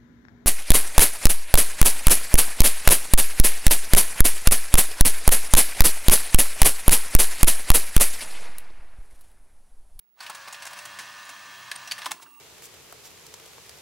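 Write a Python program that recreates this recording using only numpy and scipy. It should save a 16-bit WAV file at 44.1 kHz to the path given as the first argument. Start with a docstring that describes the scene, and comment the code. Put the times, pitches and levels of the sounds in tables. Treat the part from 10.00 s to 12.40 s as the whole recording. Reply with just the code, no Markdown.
"""A video recorder threads its tape

Heard from close above the open case, a small motor and a slower belt-driven gear shaft whir at
harmonics of their rotation rates. The loading ring rattles round and levers click, exciting the
resonances of the chassis. The guides latch, the motor stops, and the head drum hums on under a
thin, steady electronic whistle."""
import sys
import numpy as np
from scipy import signal
from scipy.fft import rfft, irfft
from scipy.io import wavfile

SR = 44100
rng = np.random.default_rng(int(sys.argv[2]) if len(sys.argv) > 2 else 0)


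def digitize_waveform(pressure):
    """Quantize a signal to 16-bit integers and store it at the path in sys.argv[1].

    Rows of a 2-D input are taken as channels; values are limited to [-1, 1].
    """
    field = np.atleast_2d(pressure).T
    bounded = np.clip(field, -1, 1)
    quanta = np.round(bounded * 32767).astype(np.int16)
    wavfile.write(sys.argv[1], SR, quanta)


N = 105840
TIME = np.arange(N) / SR
START_S, STOP_S = .155, 2.11  # motor on, motor off


def amp(db):
    """Amplitude ratio of a level in decibels."""
    return 10 ** (np.asarray(db) / 20)

def unit(x):
    """Normalisation to rms 1."""
    return x / np.sqrt(np.mean(abs(x) ** 2) + 1e-20)

def curve(points):
    """Linear interpolation in time."""
    return np.interp(TIME, *np.transpose(points))

def spectrum(points, hz):
    """Interpolation of level over log frequency."""
    f, db = np.transpose(points)
    return np.interp(np.log(hz + 1), np.log(f + 1), db)

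def add(mix, s, sound):
    """Superposition of a sound starting at s seconds."""
    part = mix[max(round(s * SR), 0):][:len(sound)]
    part += sound[:len(part)]

def drift(hz):
    """Random fluctuation: low-pass noise of rms 1."""
    f = np.fft.rfftfreq(N, 1 / SR)
    return unit(irfft(rfft(rng.standard_normal(N)) / (1 + (f / hz) ** 4), N))

def colour(x, db_at, size=4096):
    """Minimum-phase filter with the gain db_at(f)."""
    log_gain = np.log(amp(db_at(abs(np.fft.fftfreq(size, 1 / SR)))))
    taps = np.fft.ifft(np.exp(np.conj(signal.hilbert(log_gain)))).real
    return signal.fftconvolve(x, taps)[:len(x)]

def noise(points):
    """Gaussian noise of a given spectral shape, rms 1."""
    return unit(colour(rng.standard_normal(N), lambda f: spectrum(points, f)))

def resonate(x, hz, width_hz):
    """Forced response of two equal resonators in cascade, rms 1."""
    r = np.exp(-np.pi * abs(width_hz) / SR)
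    pole = [1, -r * np.exp(2j * np.pi * hz / SR)]
    return unit(signal.lfilter([1 - r], pole, signal.lfilter([1 - r], pole, x)).real)


# room noise spectrum (f/Hz, relative level/dB)
ROOM = [(18, -51), (30, -31), (145, 1), (411, -1.5), (503, -0.5), (1160, -2.5), (2430, -7.5),
        (13000, -19.5)]

def room():
    """Ambient noise: faint, stationary and broadband."""
    return amp(-80.5) * noise(ROOM)


# envelope of the running mechanism (t/s, level/dB)
EFFORT = [(0,-60),(.14,-49),(.175,-21),(.205,-4.5),(.25,0),(.33,-1.5),(.42,-0.5),(.62,-0.5),(.9,0.5),(1.1,.5),(1.35,-.7),(1.6,-0.7),(1.85,0.5),(1.97,0),(2.07,2),(2.11,-5.5),(2.16,-9),(2.21,-14),(2.3,-17.5),(2.4,-24)]

def effort():
    """Amplitude envelope: the mechanism starts, runs and dies away."""
    return amp(curve(EFFORT))


# envelope of the whistle (t/s, gain/dB)
WHISTLE_SWELL = [(0,-8.5),(.3,0),(1,2.5),(1.9,2),(2.15,3),(2.4,8)]

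def whistle(line_hz=15690, interaural_rad=2.94):
    """A tone at the picture line rate; random modulation deepens while parts move."""
    moving = .25 + np.minimum(effort(), 1)
    ears = []
    for db, depth, lag in ((-64, .3, 0), (-56.5, .1, interaural_rad)):
        waver = 1 + depth * moving * (drift(6.9) + 1j * drift(30))
        carrier = np.exp(1j * (2 * np.pi * line_hz * TIME - lag))
        ears.append(amp(db + curve(WHISTLE_SWELL)) * np.sqrt(2) * (waver * carrier).real)
    return np.array(ears)


# tones of the head drum (f/Hz, bandwidth/Hz, level/dB)
DRUM_TONES = [(274.4,35,-75.5),(915,74,-70),(1166,25.7,-65.5),(2710,40,-68),(6210,90,-80),(7000,35,-80),(8670,130,-70),(10500,60,-78)]
# spectrum of the air round it (f/Hz, relative level/dB)
DRUM_AIR = [(35, -76), (60, -42), (269, -18.5), (619, -33.5), (1150, 2.5), (1790, -26.5), (2470, -29),
            (2780, 4.5), (3050, -23.5), (8820, -16), (15000, -22)]

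def head_drum(rise_s=.8):
    """Narrow-band hum and air noise grow as the drum spins up, then hold."""
    tones = sum(amp(db) * resonate(rng.standard_normal(N), hz, width) for hz, width, db in DRUM_TONES)
    air = amp(-63) * noise(DRUM_AIR)
    return np.clip((TIME - START_S) / rise_s, 0, 1) * (tones + air)


# blows on the case (t/s, gain/dB)
THUMPS = [(2.06,-55),(2.117,-58),(2.226,-64.5)]
# modes of the case (f/Hz, bandwidth/Hz, level/dB, T60/s)
CASE_MODES = [(131,50,-5.5,0.21),(200,60,-1.5,.2),(271.5,53,-2.5,0.36),(364,78,-1.5,0.43),(654,95,-1.5,0.32),(1012,140,3,.35)]

def thumps():
    """Modal decay: the case rumbles briefly as the guides seat."""
    out = np.zeros(N)
    for s, gain_db in THUMPS:
        ring = sum(amp(db - 60 * TIME / t60) * resonate(rng.standard_normal(N), hz, width)
                   for hz, width, db, t60 in CASE_MODES)
        add(out, s, amp(gain_db) * ring)
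    return out


# friction spectrum (f/Hz, relative level/dB)
FRICTION = [(40,-44),(110,-16),(300,-3),(480,-7),(750,4.5),(1500,1),(3000,0),(5000,1),(7500,-2),(11000,-1.5),(13500,-11),(16000,-17.5)]
# scrapes (centre t/s, half length/s, level/dB, squeak f/Hz, relative squeak level/dB)
SCRAPES = [(.209,0.0029,-40,4350,8),(.994,.004,-39.5,2170,7),(1.254,.003,-49,9440,5),(1.762,0.0034,-34.5,8760,3),(2.2015,0.0025,-49,1250,13),(2.228,0.0086,-45.5,7520,-13),(2.266,0.0063,-55,1390,7)]

def scrapes():
    """Sliding friction: noise and a resonant squeak swell and fade in a Gaussian envelope."""
    out = np.zeros(N)
    for s, half_s, db, squeak_hz, squeak_db in SCRAPES:
        rub = noise(FRICTION)
        squeak = amp(squeak_db) * resonate(rng.standard_normal(N), squeak_hz, width_hz=550)
        out += amp(db) * unit(rub + squeak) * np.exp(-.5 * ((TIME - s) / half_s) ** 2)
    return out


# peaks and dips of the chassis response (f/Hz, bandwidth/Hz, gain/dB)
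CHASSIS = [(880,50,-0.5),(1062,48,4),(1183,49,-0.5),(1330,100,0.5),(1537,50,5.5),(1727,57,5.5),(2145,30,5),(2460,26,1.5),(2710,95,3.5),(3240,50,0.5),(6010,48,0.5),(8720,290,3.5),(10840,190,2),(13400,200,-18)]

def chassis(force, shape, size=4096):
    """Source and filter: chassis resonances colour a force given a spectral shape; rms 1."""
    def response_db(f):
        lift = sum(db / (1 + (2 * (f - hz) / width) ** 2) for hz, width, db in CHASSIS)
        return spectrum(shape, f) + lift
    return unit(colour(force, response_db, size))


# low, middle and high spectra of an impact (f/Hz, relative level/dB)
KNOCK = [(40,-62),(120,-25.5),(300,-22.5),(470,-18),(650,-4),(1080,-0.5),(1300,-5.5),(1800,-28.5)]
CLACK = [(500,-35),(1100,-18.5),(1500,0),(3000,0),(5500,-3.5),(7500,-27.5)]
SNAP = [(3500,-34.5),(6300,6),(11000,-1),(13000,-9),(16000,-14)]
# lever and guide impacts; knock, snap and ring are relative to the clack
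# (t/s, level/dB, knock/dB, snap/dB, rise/s, T60/s, ring f/Hz, ring/dB)
CLICKS = [(0.2049, -40.5, -4, -8, 0.0005, 0.11, 4440, -4.5),
          (0.2237, -42.5, -6, -5, 0.0074, 0.09, 1710, -16),
          (0.2626, -38.5, -10, -11, 0.0014, 0.061, 2905, -4.5),
          (0.2966, -41.5, 5.5, 0.5, 0.0033, 0.033, 870, 1),
          (0.3474, -41.5, -4, -1, 0.001, 0.086, 1760, -12),
          (0.4743, -41, -2.5, -15, 0.001, 0.093, 1540, -3.5),
          (0.4815, -49, 0, 1.5, 0.0014, 0.031, 1040, -1),
          (0.5253, -43.2, -1, 2.5, 0.0025, 0.047, 6780, -1.5),
          (0.5438, -40.5, -7, -9, 0.00055, 0.065, 1750, -19),
          (0.6214, -39, -6.5, -4.5, 0.0006, 0.086, 1660, -11),
          (0.6526, -44.5, 0.5, 2.5, 0.0007, 0.036, 1620, 0.5),
          (0.6642, -41.5, -2.5, 0.5, 0.004, 0.051, 1734, -12),
          (0.672, -41.5, -17, -4, 0.0038, 0.014, 1730, -19), (0.7068, -54, 8.5, 3, 0.0006, 0.076, 1096, 0),
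          (0.7304, -42.5, -5.5, -4, 0.0025, 0.038, 1173, -10),
          (0.767, -44.5, 1, -2, 0.0013, 0.33, 1720, -15), (0.7885, -47, -10, 4, 0.00065, 0.029, 2700, 4),
          (0.8526, -41.3, -6, 1, 0.0034, 0.035, 2708, -9),
          (0.9874, -35.5, -12, -3.5, 0.0004, 0.17, 1704, -7),
          (1.0041, -57, 9, -5, 0.0011, 0.059, 1090, -12), (1.2904, -41.5, -5, -2, 0.0012, 0.064, 1545, -6),
          (1.714, -30.5, -13.5, -7, 0.00076, 0.042, 1703, -4),
          (1.8743, -42, -8, -3, 0.0008, 0.055, 5800, -1),
          (1.9112, -32.5, -13.5, -5.5, 0.0023, 0.036, 4550, 3),
          (1.9183, -29, -24, -5, 0.0013, 0.029, 4495, -5.5),
          (1.9802, -48, -15, -1, 0.0008, 0.023, 1780, 9.5),
          (1.9856, -39.5, -5, -6.5, 0.0015, 0.065, 1720, -7),
          (2.0168, -38, -12, -12, 0.0022, 0.026, 1745, -10),
          (2.0272, -42, -14.5, -19, 0.0009, 0.049, 1660, -4),
          (2.044, -42.5, -0.5, -5, 0.0011, 0.046, 950, -11),
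          (2.0577, -30.5, -9.5, -8, 0.0021, 0.022, 1010, -13),
          (2.0621, -42.5, 11.5, 1, 0.00059, 0.046, 1009, 9),
          (2.1078, -34.5, -1.5, -2.5, 0.0063, 0.054, 1093, -14),
          (2.1163, -32.5, -6, 1.5, 0.00057, 0.019, 1030, -6.5)]

def clicks(size=12000, span_s=.0081, ring_split=.023, tail_db=-27.5, tail_t60=.27):
    """Impact excitation: the chassis clatters and the striking part rings in two beating modes."""
    out, t = np.zeros(N), np.arange(size) / SR
    spread = np.sqrt(span_s * SR / size)  # a level is the energy spread over span_s
    for s, db, knock_db, snap_db, rise_s, t60, hz, ring_db in CLICKS:
        decay = amp(-60 * t / t60) + amp(tail_db - 60 * t / tail_t60)
        envelope = (1 - np.exp(-t / rise_s)) * decay
        burst = rng.standard_normal(size) * envelope
        clatter = sum(amp(band_db) * chassis(burst, band, size=2048)
                      for band, band_db in ((KNOCK, knock_db), (CLACK, 0), (SNAP, snap_db)))
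        upper_mode = .5 * np.sin(2 * np.pi * (hz * (1 + ring_split) * t + rng.random()))
        ring = envelope * (np.sin(2 * np.pi * hz * t) + upper_mode)
        add(out, s, amp(db) * spread * (clatter + amp(ring_db) * unit(ring)))
    return out


# low tones of the shafts (f/motor rate, level/dB)
HUM = [(.652,-86),(1,-75.5),(1.304,-72.5),(1.956,-74.5),(3,-79),(3.912,-78.5),(5.216,-77.5)]
# envelopes of that hum and of the worm gear's tone (t/s, gain/dB)
HUM_SWELL = [(.2,-5.5),(.6,-5.5),(1,3.5),(1.25,-4.5),(1.5,1.5),(1.9,-2.5)]
WORM_SWELL = [(.2,-70),(.35,-64.5),(.85,-60.5),(1.1,-72.5),(2,-69)]

def hum(turns, worm_order=6):
    """Rotational tones: shafts and worm gear hum at fixed ratios to the motor rate."""
    shafts = sum(amp(db + 3.7 * drift(10)) * np.cos(2 * np.pi * (k * turns + rng.random()))
                 for k, db in HUM)
    worm = np.cos(2 * np.pi * worm_order * turns)
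    return np.sqrt(2) * (amp(curve(HUM_SWELL)) * shafts + amp(curve(WORM_SWELL)) * worm)


# resonances of the motor (f/Hz, bandwidth/Hz, level/dB)
WHINE = [(3210,48,-61.5),(3320,40,-65),(4000,54,-64),(5895,46,-61),(6140,49,-67),(6800,30,-65.5),(11300,220,-72),(13300,200,-80)]
# envelope of the whine (t/s, gain/dB)
WHINE_SWELL = [(.2,-9),(.9,-3.5),(1.3,1),(1.7,0.5),(2.1,-6)]

def whine(rub):
    """Forced resonance: rubbing makes the motor whine in narrow bands."""
    return amp(curve(WHINE_SWELL)) * sum(amp(db) * resonate(rub, hz, width) for hz, width, db in WHINE)


# harmonics of the motor and of the gear shaft (f/own rotation rate, relative level/dB)
MOTOR_ORDERS = [(7,-12.5),(8,-11.5),(9,-10.5),(10,-3.5),(11,-9.5),(12,-3.5),(13,-8),(15,-3),(16,-3),(17,-4.5),(18,2.5),(19,-1),(22,-13),(26,-5),(28,-10.5),(29,-9.5)]
GEAR_ORDERS = [(12,-13),(14,-5),(16,-6),(17,2.5),(19,4),(20,-9.5),(23,-7),(29,-9)]

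def shaft(turns, orders, waver_db=1, waver_hz=14):
    """Harmonics phase-locked to a turning shaft, each wavering in level."""
    return unit(sum(amp(db + waver_db * drift(waver_hz)) * np.cos(2 * np.pi * (k * turns + rng.random()))
                    for k, db in orders))


# running rotation rate of the motor (t/s, f/Hz)
MOTOR_RATE = [(0.22, 101.8), (0.234, 97), (0.318, 94), (0.416, 90.6), (0.504, 96.7), (0.706, 95),
              (0.826, 100), (0.95, 95.3), (0.99, 98.7), (1.266, 97.5), (1.312, 96.0), (1.41, 99),
              (1.54, 96.5), (1.648, 98), (1.94, 95.3), (2.08, 98.0)]
# spectrum of the rubbing, rattling gears (f/Hz, relative level/dB)
RATTLE = [(24, -55), (40, -36), (119, -17), (191, -15), (233, -19.5), (373, -20.5), (541, -19.5),
          (582, -11), (824, -10.5), (980, -5.5), (1230, -2.5), (1350, -14.5), (1780, -5), (2010, -7),
          (5290, -9.5), (5990, -12.5), (15000, -27)]

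def drive(gear_ratio=.652, spin_up_s=.02, coast_s=.15, tone_decay_s=.05, flutter=.0032,
          grains_per_s=2500, pulse_depth=.32):
    """Rotating machinery: shaft harmonics, plus friction noise modulated once per motor turn."""
    since_start, since_stop = np.maximum(TIME - START_S, 0), np.maximum(TIME - STOP_S, 0)
    run = (1 - np.exp(-since_start / spin_up_s)) * np.exp(-since_stop / coast_s)
    turns = np.cumsum(curve(MOTOR_RATE) * run * (1 + flutter * drift(27.7))) / SR
    grains = (rng.random(N) < grains_per_s / SR) * rng.standard_normal(N)
    pulse = 1 + pulse_depth * unit(np.exp(-(turns % 1) / .16))
    rub = (.6 * unit(grains) + rng.standard_normal(N)) * pulse
    rattle = amp(-46.5) * chassis(rub, RATTLE)
    motor = whine(rub) + amp(-48) * shaft(turns, MOTOR_ORDERS)
    gear = amp(-55.5) * shaft(turns * gear_ratio, GEAR_ORDERS)
    tones = (motor + gear + hum(turns)) * np.exp(-since_stop / tone_decay_s)
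    return effort() * (rattle + tones)


# left-right difference of the reflections (f/Hz, gain/dB)
SIDE = [(60,-29),(250,-14.5),(900,-20.5),(3000,-16),(12000,-16.5)]

def reflections(x, size=6000, t60=.12, rise_s=.0047):
    """Interaural decorrelation: reflections from the open case differ a little at each ear."""
    t = np.arange(size) / SR
    taps = rng.standard_normal(size) * amp(-60 * t / t60) * np.minimum(t / rise_s, 1) ** 2
    reflected = signal.fftconvolve(x, taps / np.linalg.norm(taps))[:N]
    side = colour(reflected, lambda f: spectrum(SIDE, f))
    return np.array([x + side, x - side])

def scene():
    """Superposition of the machine's sources and the quiet room, in stereo."""
    return reflections(room() + drive() + clicks() + scrapes() + thumps() + head_drum()) + whistle()

def record(dry):
    """Band limiting by a linear-phase low-pass at 16.3 kHz."""
    taps = signal.firwin(511, 16300, window=("kaiser", 9), fs=SR)
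    return signal.oaconvolve(dry, taps[None], "same")


dry = scene()
out = record(dry)
digitize_waveform(out)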